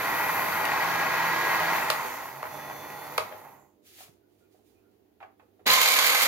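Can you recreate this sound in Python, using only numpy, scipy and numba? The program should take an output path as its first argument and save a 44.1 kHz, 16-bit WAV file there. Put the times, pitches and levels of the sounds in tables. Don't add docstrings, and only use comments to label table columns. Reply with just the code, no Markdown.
import sys
import numpy as np
from scipy import signal
from scipy.fft import rfft, irfft, next_fast_len
from scipy.io import wavfile
from scipy.ndimage import uniform_filter1d
from numba import njit

SR = 44100
rng = np.random.default_rng(int(sys.argv[2]) if len(sys.argv) > 2 else 0)


def bounce(signal):
    frames = np.transpose(np.atleast_2d(signal))
    limited = np.clip(frames, -1, 1)
    pcm = np.round(limited * 32767).astype(np.int16)
    wavfile.write(sys.argv[1], SR, pcm)


def elevation(decibels):
    levels = np.asarray(decibels, float)
    return 10 ** (levels / 20)


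N = 276507
T = np.arange(N) / SR

# f/Hz, level/dB
KITCHEN = [(18, -50.5), (30, -18), (50, -8), (95, -0.5), (153, -17.5), (246, 0), (304, -1.5), (396, 0.5),
           (572, -13.5), (670, -9.5), (995, -19.5), (1290, -23), (6280, -31), (8170, -36), (15000, -26),
           (16200, -29)]
# f/Hz, width/Hz, level/dB
KITCHEN_RINGS = [(272, 25, -7.5), (345, 25, 2.5), (382, 25, 1), (420, 25, 1.5)]
# f/Hz, left minus right/dB
KITCHEN_SIDE = [(60, -3.5), (110, -5), (200, -8.5), (380, -11), (700, -7.5), (1290, 0), (2380, -1),
                (4400, 0.5), (8120, -4), (15000, -2)]
# f/Hz, level/dB
FRIDGE = [(99.8, -77), (147, -83), (200, -80), (294.7, -74.5)]
# f/Hz, level/dB
WALLS = [(20, -10), (300, -4), (1000, -3.5), (3000, -6.5), (6000, -5), (12000, -7.5), (22000, -9)]
# f/Hz, level/dB
LEFT_EAR = [(100, 4), (1000, 2.5), (3000, 3), (6000, 0), (14000, -1.5)]
# f/Hz, width/Hz, level/dB
PORT_NOTCH = [(8060, 780, -6.5), (5460, 590, -3.5), (4820, 310, 0), (6424, 270, -1.5), (8970, 260, -4.5)]

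# t/s, length/s, f/Hz, level/dB
SQUEAKS = [(4.245, 0.041, 1420, -82), (4.43, 0.062, 1400, -80.5), (4.455, .04, 2440, -83.5),
           (4.781, 0.064, 2550, -82), (4.86, .07, 1410, -82)]
# t/s, peak level/dB, ring f/Hz, treble level/dB, left minus right/dB
KNOCKS = [(3.311, -38, 600, -57, -1), (3.322, -33, 607, -47, 0), (3.986, -56, 665, -64, -10),
          (4.005, -45.5, 727, -60, -2), (4.079, -56, 690, -71.5, 0), (4.09, -57, 160, -90, -12),
          (4.545, -58, 715, -79, -7.5), (4.55, -63, 470, -85, -8), (4.59, -63, 760, -82.5, -6),
          (4.699, -74, 810, -84, -5.5), (4.788, -81, 587, -84, -10), (5.203, -52, 806, -55.5, -6),
          (5.2095, -43, 820, -66, -5), (5.218, -46, 760, -62, -6), (5.227, -38.5, 786, -52.5, -4.5),
          (5.245, -43, 760, -74, -4), (5.396, -52, 855, -63, -8), (5.4, -62, 2600, -75, -5),
          (5.429, -56.5, 482, -76, -8), (5.593, -54, 724, -70.5, -3), (5.6, -54, 400, -75, -5.5),
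          (5.61, -53, 433, -85, -6)]
# t/s, hold/s, tail t60/s, level/dB, left minus right/dB
RUBS = [(3.87, 0.11, 0.33, -56.5, -2.5), (3.997, 0.042, 0.24, -55, -1.5), (4.3, 0.053, .3, -81, -10.5),
        (4.391, 0.045, .2, -77.5, -5), (4.529, .01, .5, -73.5, -7), (4.672, .02, 0.53, -75, -12),
        (4.916, .01, 0.82, -82.5, -3.5), (5.227, 0.0048, .13, -76.5, -10), (5.397, .005, .6, -81.5, -6),
        (5.601, 0.0058, .3, -83, -6)]
# f/Hz, level/dB
SLIDE_COLOUR = [(410, -8), (700, -7), (757, -1), (985, -22), (1480, -16), (2060, -11), (2570, -10),
                (7860, -10), (12300, -11), (16200, -6)]

# t/s, peak level/dB, treble level/dB, left minus right/dB, delay until slider lands/ms
SNAPS = [
    (0.653, -29.5, -33.5, -1, 0.94),
    (1.9015, -13, -23, -6, 0.62),
    (2.4278, -20, -46.5, -2, 1.21),
    (2.698, -27.5, -55, -2, 1.2),
    (3.1792, -10, -23.5, -3, 2.28),
]
# f/Hz, level/dB, t60/s
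SWITCH = [(457, -11.5, 0.055), (626, -5, 0.052), (950, -0.5, 0.018), (1154, 6, 0.018), (1480, -1, .01),
          (2200, -3, 0.012), (4470, -10.5, 0.0074)]
# f/Hz, level/dB per Hz
CRACK = [(880, -27), (1500, -17.5), (1940, -8.5), (2330, -6), (3610, -13.5), (4240, -10), (7800, -21.5),
         (9200, -19.5), (12200, -17.5), (15100, -27), (16300, -29)]

# f/Hz, level/dB per Hz
SECOND_LOW = [(24, -63), (40, -26.5), (155, -31), (255, -14.5), (403, -18.5), (502, -10.5), (712, -7),
              (1050, -3.5), (1380, -5), (2220, -2.5), (3200, -22), (4160, -37.5), (7040, -120)]
# f/Hz, level/dB per Hz
SECOND_HIGH = [(1470, -27), (2500, -3.5), (2950, -7), (3950, -4.5), (4670, -6), (5460, -9.5), (6750, -10.5),
               (7950, -12.5), (9370, -11), (12100, -6), (15100, -11), (16200, -40.5)]
# f/Hz, width/Hz, level above the spectrum/dB
SECOND_HOUSING = [(490, 64, 2.5), (1051, 80, 5.5), (1260, 60, 3), (1530, 150, 5), (2056, 110, 6.3),
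                  (2320, 180, 6), (3110, 110, 3), (4320, 60, 2), (6660, 130, 3), (12140, 510, 5)]
# running level/dB, surge at start/dB, surge decay/s, lift by a whisk tick
SECOND_LAYERS = [
    (-27, 2.5, 0.077, 0.046),
    (-46, 34, 0.014, .05),
    (-26, 5, 0.2, .4),
    (-28, -0.5, 0.055, 0.92),
]
# t/s, jump as a share of the running noise
SECOND_BUMPS = [(5.6663, 0.61), (5.688, 1.1), (5.701, 1), (5.722, 0.5), (5.746, .4), (5.776, 0.46),
                (5.815, 0.71), (5.851, 0.55), (5.857, 0.55), (5.919, .6), (5.9595, 0.44), (5.967, 0.39),
                (5.9866, 0.67), (5.998, .4), (6.026, .6), (6.044, .4), (6.094, 0.8), (6.1477, .6),
                (6.185, 0.91), (6.218, .4), (6.246, 0.43), (6.261, 0.62)]
# t/s, jump as a share of the running noise
SECOND_RATTLES = [(5.699, .8), (5.713, .6), (5.737, .5), (5.765, .4), (5.815, .9), (5.829, .6), (5.848, .5),
                  (5.858, .5), (5.876, .5), (5.902, 0.37), (5.919, .7), (5.937, .7), (5.966, .6),
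                  (5.989, 1.5), (6.026, .6), (6.057, .4), (6.081, .4), (6.099, 1), (6.131, .5), (6.148, 1),
                  (6.183, .4), (6.219, .7), (6.232, 0.89)]
# t/s, peak level/dB, left minus right/dB
TICKS = [(5.6668, -21.5, -6.5), (5.6743, -24, -9), (5.7127, -20.5, -6), (5.7347, -16.5, -10),
         (5.815, -19, -6.5), (5.8749, -17, -2.5), (5.9208, -22, -5), (6.042, -19.5, -8.5),
         (6.0649, -17, -9.5), (6.2186, -18, -6.5)]
# t/s, peak level/dB, f/Hz, t60/s
JOLT = [(5.69, -49, 100.5, 0.23), (5.672, -45.5, 190, 0.31)]
# multiple of mesh rate, running level/dB, surge at start/dB
MESH = [(1, -44, 8), (2, -36.5, 7), (3, -52, 22), (4, -53, 26)]

# t/s, shaft rate f/Hz
SHAFT = [(0, 159.7), (.62, 159.8), (.72, 163.6), (.9, 164.15), (1.76, 164.2), (1.83, 156), (1.95, 140),
         (2.2, 100), (2.42, 70), (2.55, 72.2), (2.8, 72.45), (3.17, 72.55), (3.2, 70), (3.5, 35), (3.85, 5)]
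# from t/s, to t/s
POWERED = [
    (-2, 1.8),
    (2.5, 3.18),
]
# t/s, nearness/dB, vents turned to the phone/dB, left minus right/dB
HELD = [(0, -0.5, 2, -3), (.47, -1.6, 4.5, -2.5), (.67, -1.2, -0.3, -2), (.95, -0.1, -3, -2.5),
        (1.38, -0.33, -0.4, -3), (1.79, 0.6, -0.6, -2.5), (2.1, -1.7, 2.5, -3.5), (2.33, -2, 1, -4),
        (2.5, 2.5, -3, -5), (2.75, 1.5, -0.4, -4), (3.12, 2.4, -2, -4), (3.3, 0.5, -1, -5.5),
        (3.52, 5, -5, -5.5), (3.65, -2.5, -3, -6.5), (3.85, -16.5, -9.5, -10)]
# level at full speed/dB, power of speed, loss when coasting/dB, share of vent turn
FIRST_LAYERS = [
    (-28, 1.95, 0, 0.11),
    (-39.5, 1.65, 0, 0.034),
    (-39.5, 2.66, 0, .3),
    (-38.5, 1.6, -.5, 0.89),
]
# f/Hz, level/dB per Hz
FIRST_LOW = [(24, -64), (40, -29), (161, -23), (246, -20.5), (318, -18), (540, -17), (920, 2.5), (1260, -2),
             (1720, -4.5), (1920, 1.5), (2200, -2.5), (3200, -8), (4160, -62), (7040, -120)]
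# f/Hz, level/dB per Hz
FIRST_HIGH = [(1470, -28), (2500, -13.5), (2860, -14), (3470, -8), (4460, -9.5), (5300, -8.5), (6800, -14),
              (8080, -18.5), (10700, -18), (11800, -10.5), (13800, -10.5), (15700, -13), (16200, -32)]
# f/Hz, width/Hz, level above the spectrum/dB
FIRST_HOUSING = [(138.4, 24, 3.9), (215, 20, 1), (633, 49, 4.5), (836, 87, 2.2), (955, 170, 2),
                 (1073, 60, 3.2), (1400, 90, 3.5), (1470, 100, 4), (1650, 130, 1.2), (1921, 90, 5.1),
                 (2560, 250, 1.8), (4530, 270, 4.9), (12100, 170, 2), (13400, 400, 0.92)]
# f/Hz, width/Hz, level/dB
VENT_DIPS = [(2814, 210, -5), (4900, 400, -4.5), (5480, 270, -3), (6650, 200, -2), (7650, 420, -5),
             (8350, 150, -4)]
# t/s, jump as a share of the running noise
FIRST_BUMPS = [(.295, 0.69), (.395, 0.38), (.487, 0.63), (.522, 0.91), (0.601, 0.85), (.713, 0.85),
               (.73, 0.62), (.95, 0.99), (1.335, 0.18), (1.45, .5), (1.47, 0.72), (1.575, 0.79),
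               (1.6, 0.69), (1.763, 0.33), (2.427, 1.2), (2.44, 2.2), (2.455, 1.6), (2.468, 1.7),
               (2.597, 1.1), (2.631, 0.54), (2.698, 1.1), (2.712, 0.87), (2.838, .9), (2.9, 1.2),
               (3.139, 0.9), (3.205, 1), (3.23, 0.7), (3.448, 1.4), (3.485, 0.69), (3.56, .9), (3.647, 1)]
# multiple of shaft rate, level over rumble/dB
UNBALANCE = [(1, -9.5), (2, -10), (3, -24.5), (4, -18.5)]
# t/s, length/s, f/Hz, level/dB
SHUDDERS = [(1.988, 0.089, 135, -49.5), (2.2, .07, 100, -62), (2.365, 0.12, 135, -53),
            (2.48, .08, 100, -58), (3.23, 0.076, 100, -54), (3.36, .09, 100, -64.5), (3.53, 0.22, 138, -64)]
# multiple of bar rate, level/dB
WHINE_FAST = [(1, -45), (2, -58), (4, -66), (5, -70), (6, -60), (7, -61), (8, -60)]
# multiple of bar rate, level/dB
WHINE_SLOW = [(1, -58), (4, -64), (5, -67), (6, -76), (7, -64), (8, -76), (12, -67), (14, -71), (15, -73)]
# multiple of bar rate, level at full speed/dB
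WHINE_COASTING = [(3, -58), (4, -56), (5, -52), (6, -57)]
# f/Hz, level/dB
MAINS = [(100, -7.5), (200, -5.5), (300, -3), (400, -4.5), (500, 1), (600, 1)]

BARS, BLADES = 12, 10
FAST_HZ, SLOW_HZ = 164.2, 72.6
START_S, SETTLE_S = 5.656, 0.028


def colour(x, points, peaks=()):
    size = next_fast_len(x.shape[-1])
    f = np.maximum(np.arange(size // 2 + 1) * SR / size, 1)
    hz, db = np.transpose(points)
    db = np.interp(np.log(f), np.log(hz), db, left=-70, right=-70)
    db = db + sum(g / (1 + (2 * (f - c) / w) ** 2) for c, w, g in peaks)
    return irfft(rfft(x, size) * elevation(db), size)[..., :x.shape[-1]]


def butter(order, hz, kind):
    return signal.butter(order, hz, kind, fs=SR, output="sos")


def band(x, lo_hz, hi_hz):
    y = signal.sosfilt(butter(4, [lo_hz, min(hi_hz, 20000)], "band"), x)
    return y / np.std(y)


def walk(rate):
    k = int(SR / rate)
    steps = np.repeat(rng.standard_normal(N // k + 1), k)[:N]
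    y = uniform_filter1d(steps, k)
    return y / np.std(y)


def curves(table):
    s, *columns = np.transpose(table)
    return [np.interp(T, s, c) for c in columns], (T >= s[0]) & (T <= s[-1] + .01)


def sides(pan_db):
    return elevation(np.array([[.5], [-.5]]) * pan_db)


def add(out, s, sound, db, pan_db):
    i = int(s * SR)
    out[:, i:i + sound.shape[-1]] += sound / np.max(np.abs(sound)) * elevation(db) * sides(pan_db)


def ring(hz, t60, rise=0.00042, count=6000):
    t = np.arange(count) / SR
    return np.sin(2 * np.pi * hz * t) * 1000. ** (-t / t60) * (1 - np.exp(-t / rise))


def swell(s, length):
    return np.exp(-(2 * (T - s) / length) ** 2)


def clatter(rate, scatter_db, hiss, apart=0.):
    force = elevation(scatter_db * np.minimum(rng.exponential(size=N), 3.5))
    hits = (rng.random(N) < rate / SR) * force * rng.choice([-1, 1], N)
    common = hits / np.std(hits) + hiss * rng.standard_normal(N)
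    return common + apart * rng.standard_normal((2, N))


def lurch(rate, depth, decay, clear):
    at = np.cumsum(SR / rate * rng.uniform(0.65, 1.5, size=400)).astype(int)
    bumps = np.zeros(N)
    bumps[at[at < N]] = depth * rng.uniform(0.15, 1, size=400)[at < N]
    s, jump = np.transpose(clear)
    bumps[(s * SR).astype(int)] = np.clip(jump, 0, 4)
    return 20 * np.log10(1 + signal.lfilter([1], [1, -np.exp(-1 / (decay * SR))], bumps))


def kitchen():
    mid, side = colour(rng.standard_normal((2, N)), KITCHEN, KITCHEN_RINGS)
    side = colour(side, [(1, -6), (150, -6), (500, -2), (1200, 0), (SR, 0)])
    air = (mid + side * np.array([[1], [-1]])) * elevation(.8 * walk(5.3))
    air = air / np.std(air)
    ports = []
    for port, way in zip(air, (.5, -.5)):
        tilt = [(f, way * db) for f, db in KITCHEN_SIDE]
        ports.append(colour(port, [(0.98, 0.00066)] + tilt + [(SR, 0)]))
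    hum = sum(elevation(db + 0.5 + 1.7 * walk(4.8)) * np.sin(2 * np.pi * f * T) for f, db in FRIDGE)
    return np.array(ports) * elevation(-66.5) + hum


def walls(x, t60):
    t = np.arange(int(.5 * SR)) / SR
    tail = rng.standard_normal((2, len(t))) * 1000. ** (-t / t60) * (t > .002)
    tail /= np.sqrt(np.sum(tail ** 2, axis=1, keepdims=True))
    return signal.fftconvolve(x, colour(tail, WALLS), axes=1)[:, :N]


def squeaks():
    waver = np.cumsum(1 + .06 * walk(220)) / SR
    chirps = sum(elevation(db + 5.0) * swell(s, length) * np.sin(2 * np.pi * hz * waver)
                 for s, length, hz, db in SQUEAKS)
    return chirps * sides(-7)


def knocks():
    out = np.zeros((2, N))
    fade = np.arange(8000) / SR
    # lo/Hz, hi/Hz, gain, t60/s
    scuff_bands = [(635, 1380, 3.1, 0.15), (1507, 2530, 2.3, 0.063), (2770, 3800, 0.52, 0.045)]
    for s, db, hz, treble_db, pan_db in KNOCKS:
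        scuff = 0
        for lo, hi, gain, t60 in scuff_bands:
            grit = rng.standard_normal(8000) + rng.standard_normal((2, 8000))
            scuff = scuff + signal.sosfilt(butter(2, [lo, hi], "band"), grit) * gain * 1000. ** (-fade / t60)
        thump = ring(hz, 0.036, rise=0.0047) + 0.46 * ring(0.894 * hz, 0.036, rise=0.0028)
        add(out, s, thump, db - 2.0, pan_db)
        add(out, s, scuff * (1 - np.exp(-fade / 0.00052)), treble_db + 11.0, pan_db)
    return out


def rubs():
    rub = band(colour(clatter(4000, 1.34, .4, apart=1.9), SLIDE_COLOUR), 1050, 14700)
    press = 0
    for s, hold, t60, db, pan_db in RUBS:
        rise_db = 450 * np.clip(s - T, 0, 1)
        fall_db = 60 / t60 * np.clip(T - s - hold, 0, 2)
        press = press + elevation(db - rise_db - fall_db) * sides(pan_db)
    return rub * press * elevation(1.2 * walk(39))


def switch():
    out = np.zeros((2, N))
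    fade = np.arange(6000) / SR
    for s, db, snap_db, pan_db, land_ms in SNAPS:
        thud = sum(elevation(g + 1.8 * rng.standard_normal()) * (-1) ** k * ring(f, t60)
                   for k, (f, g, t60) in enumerate(SWITCH))
        crack_fade = 1000. ** (-fade / .014) + .14 * 1000. ** (-fade / .12)
        crack = colour(rng.standard_normal((2, 6000)), CRACK) * crack_fade
        land_s = s + land_ms / 1000
        add(out, s, thud, db - 10.5, pan_db)
        add(out, s, crack, snap_db + 14.5, pan_db)
        add(out, land_s, thud, db, pan_db)
        add(out, land_s, crack[::-1], snap_db + 4.0, pan_db)
    return signal.sosfilt(butter(2, 220, "high"), out)


def mixer(levels_db, low, high, housing, teeth, fizz, throb_db, vent_throb_db, dull=0., dips=()):
    gear_db, rumble_db, air_db, brush_db = levels_db
    resonances = housing + list(dips)
    body = colour(teeth, low, resonances)
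    vents = colour(fizz, high, resonances)
    rumble = elevation(rumble_db) * band(body, 33, 554)
    gears = band(body, 470, 2934)
    gears = gears - dull * signal.sosfiltfilt(butter(2, 810, "high"), gears)
    gears = elevation(gear_db + throb_db + 0.36 * walk(30)) * gears
    air = elevation(air_db + vent_throb_db + 0.36 * walk(25)) * band(vents, 2750, 7960)
    brushes = elevation(brush_db + 0.88 * vent_throb_db + 0.86 * walk(25)) * band(vents, 6800, 16300)
    return rumble + gears + air + brushes


def second_controls():
    t = np.clip(T - START_S, 0, None)
    spin_up = np.clip(t / 0.011, .003, 1) ** 2
    rise_db = 20 * np.log10(spin_up * (1 - 0.5 * np.exp(-t / SETTLE_S)))
    shake = sum(elevation(db + 15.5) * (T > s) * np.exp(-np.clip(T - s, 0, None) / 0.014) for s, db, _ in TICKS)
    return [db + rise_db + surge * np.exp(-t / tau) + 20 * np.log10(1 + np.clip(lift, 0, 3) * shake)
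            for db, surge, tau, lift in SECOND_LAYERS]


def mesh():
    t = np.clip(T - START_S, 0, None)
    mesh_hz = 1135 - 190 * np.exp(-t / .11)
    turns = np.cumsum(mesh_hz * (1 + .009 * walk(60))) / SR
    pull = np.exp(-(t / 0.14) ** 2)
    tones = sum(elevation(db + 3.5 + surge * pull + 2.66 * walk(90)) * np.sin(2 * np.pi * k * turns)
                for k, db, surge in MESH)
    return (1 - np.exp(-t / SETTLE_S)) * tones


def second_mixer():
    rattle = clatter(3000, 1.3, 0.48, apart=0.76)
    fizz = 0.76 * rattle + 0.83 * rng.standard_normal((2, N))
    beat_db = 1.1 * np.cos(2 * np.pi * 38 * (T - 6.099))
    throb_db = beat_db + lurch(70, .3, 0.0047, SECOND_BUMPS) - 0.96
    vent_throb_db = beat_db + lurch(90, .45, .0035, SECOND_RATTLES) - 1.34
    noise = mixer(second_controls(), SECOND_LOW, SECOND_HIGH, SECOND_HOUSING, rattle, fizz,
                  throb_db, vent_throb_db)
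    out = (noise * (T > START_S) + mesh() * elevation(2 * beat_db)) * sides(-4.5)
    for s, db, pan_db in TICKS:
        tick = np.diff(rng.standard_normal(402), n=2) * np.exp(-np.arange(400) / SR / .0015)
        add(out, s, tick, db + 7.0, pan_db)
    for s, db, hz, t60 in JOLT:
        add(out, s, ring(hz, t60, rise=0.016, count=12000), db, 0)
    return out


@njit
def orders(turns, hz, size, start):
    y = np.zeros(len(turns))
    for i in range(len(turns)):
        step, z = np.exp(2j * np.pi * turns[i]), 1. + 0j
        for k in range(min(len(size), int(17000 / hz[i]))):
            z *= step
            y[i] += size[k] * (z * start[k]).imag
    return y


def tone(turns, k, db, rate):
    return elevation(db + 1.8 * walk(rate)) * np.sin(2 * np.pi * k * turns)


def brush_fizz(turns, hz, on, repeat):
    count = 240
    start = np.exp(2j * np.pi * rng.random(count))
    size = rng.rayleigh(.7, count) * np.where(np.arange(count) < 46, .45, 1)
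    end = int(on.sum())
    lines = np.pad(orders(turns[:end], hz[:end], size, start), (0, N - end))
    marks = np.sqrt(4 * hz / SR) * lines
    share = np.clip(repeat, 0, 1)
    chance = .2 * rng.standard_normal(N) + .97 * rng.standard_normal((2, N))
    return np.sqrt(share) * np.array([np.roll(marks, 97), marks]) + np.sqrt(1 - share) * chance


def brush_scrape():
    from_s, to_s = 3.6, 3.61
    fade_db = (150 * np.clip(from_s - T, 0, 1) + 110 * np.clip(T - to_s, 0, 1)
               + 15 * np.clip(T - from_s, 0, 1))
    return band(rng.standard_normal((2, N)), 6300, 7700) * elevation(-71.5 - fade_db)


def unbalance(turns, hz, coast, rumble):
    shell_hz, shell_width_hz = 138, 16
    shake = 0
    for k, db in UNBALANCE:
        f = k * hz
        near = 1 / (1 + (2 * (f - shell_hz) / shell_width_hz) ** 2)
        shell_db = (5 + coast) * near - 10.5 * coast + 17 * np.log2(np.clip(f / shell_hz, .01, 1))
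        shake = shake + tone(turns, k, db + shell_db + 2.0 * walk(30), 6.7)
    shudder = sum(elevation(db + 0.5) * swell(s, length) * np.sin(2 * np.pi * f * T)
                  for s, length, f, db in SHUDDERS)
    return rumble * shake + shudder


def commutator_whine(turns, fast_db, slow_db, coast_db):
    fast = sum(tone(turns, BARS * k, db + fast_db, 5.4) for k, db in WHINE_FAST)
    slow = sum(tone(turns, BARS * k, db + slow_db + 2.2 * walk(14), 6.2) for k, db in WHINE_SLOW)
    coasting = sum(tone(turns, BARS * k, db + coast_db, 15) for k, db in WHINE_COASTING)
    return fast + slow + coasting


def mains_buzz(mains_db):
    return elevation(mains_db) * sum(elevation(db + 2.5 * walk(10)) * np.sin(2 * np.pi * f * T) for f, db in MAINS)


def first_controls():
    (hz,), on = curves(SHAFT)
    (near_db, vent_db, pan_db), _ = curves(HELD)
    settle_s = 0.055
    current = sum(np.clip(np.minimum(T - a, b - T) / settle_s + .5, 0, 1) for a, b in POWERED)
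    coast = 1 - np.clip(current, 0, 1)
    brake = np.exp(-np.clip(T - .63, 0, None) / 0.074)
    speed_db = 20 * np.log10(hz / FAST_HZ)
    levels_db = [db + power * speed_db + lost * coast + near_db + share * vent_db
                 for db, power, lost, share in FIRST_LAYERS]
    repeat = .11 + .42 * brake + .45 * coast * np.clip((hz - SLOW_HZ) / 35, 0, 1)
    fast_db = -4 + 4.5 * brake - 9 * coast - .8 * np.clip(108 - hz, 0, None)
    bed_in_db = 7 * np.clip(T - 2.6, 0, 1)
    slow_db = 5 - .47 * np.abs(hz - SLOW_HZ) - 13 * coast - bed_in_db
    blade_db = -34.5 - 33 * brake - .75 * (FAST_HZ - hz)
    mains_db = -57 + 7.0 * brake - 22 * coast
    coast_db = 2.3 * speed_db + 20 * np.log10(coast + 1e-4)
    return hz, on, coast, coast_db, levels_db, pan_db, repeat, fast_db, slow_db, blade_db, mains_db


def first_mixer():
    hz, on, coast, coast_db, levels_db, pan_db, repeat, fast_db, slow_db, blade_db, mains_db = first_controls()
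    turns = np.cumsum(hz * (1 + .0004 * walk(15))) / SR
    fizz = brush_fizz(turns, hz, on, repeat)
    teeth = clatter(1800, 1.4, 0.6, apart=0.22) * (1 + 0.077 * np.sin(2 * np.pi * turns))
    throb_db = .5 * walk(12) + lurch(45, 0.36, 0.0053, FIRST_BUMPS) - 1.2
    dull = np.clip(0.81 * (1 - hz / FAST_HZ), 0, 1)
    noise = mixer(levels_db, FIRST_LOW, FIRST_HIGH, FIRST_HOUSING, teeth, fizz,
                  throb_db, .35 * throb_db, dull=dull, dips=VENT_DIPS)
    shake = unbalance(turns, hz, coast, elevation(levels_db[1]) * on)
    whine = commutator_whine(turns, fast_db, slow_db, coast_db)
    blades = tone(turns, BLADES, blade_db, 8.1)
    tones = shake + whine + blades + mains_buzz(mains_db)
    pan = sides(pan_db)
    return (noise * on + brush_scrape()) * pan, tones * on * pan


def late(x, lag):
    return np.array([np.pad(x[0], (lag, 0))[:N], x[1]])


def scene():
    noise, tones = first_mixer()
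    others = elevation(-1.0) * second_mixer() + switch() + knocks() + rubs() + squeaks()
    near = elevation(-1.0) * late(noise, 3) + late(others, 6)
    heard = near + walls(near, t60=0.27)
    left = colour(heard[0], [(0.96, 0.018)] + LEFT_EAR + [(SR, -4)])
    return np.array([left, heard[1]]) + tones + kitchen()


def band_limit(x):
    return signal.sosfilt(signal.butter(12, 15790, fs=SR, output="sos"), x)


def record(dry):
    response = [(1, -30), (30, -3), (70, 0), (16000, 0), (16400, -25), (SR, -40)]
    heard = colour(dry, response, PORT_NOTCH)
    return band_limit(heard)


dry = scene()
out = record(dry)
bounce(out)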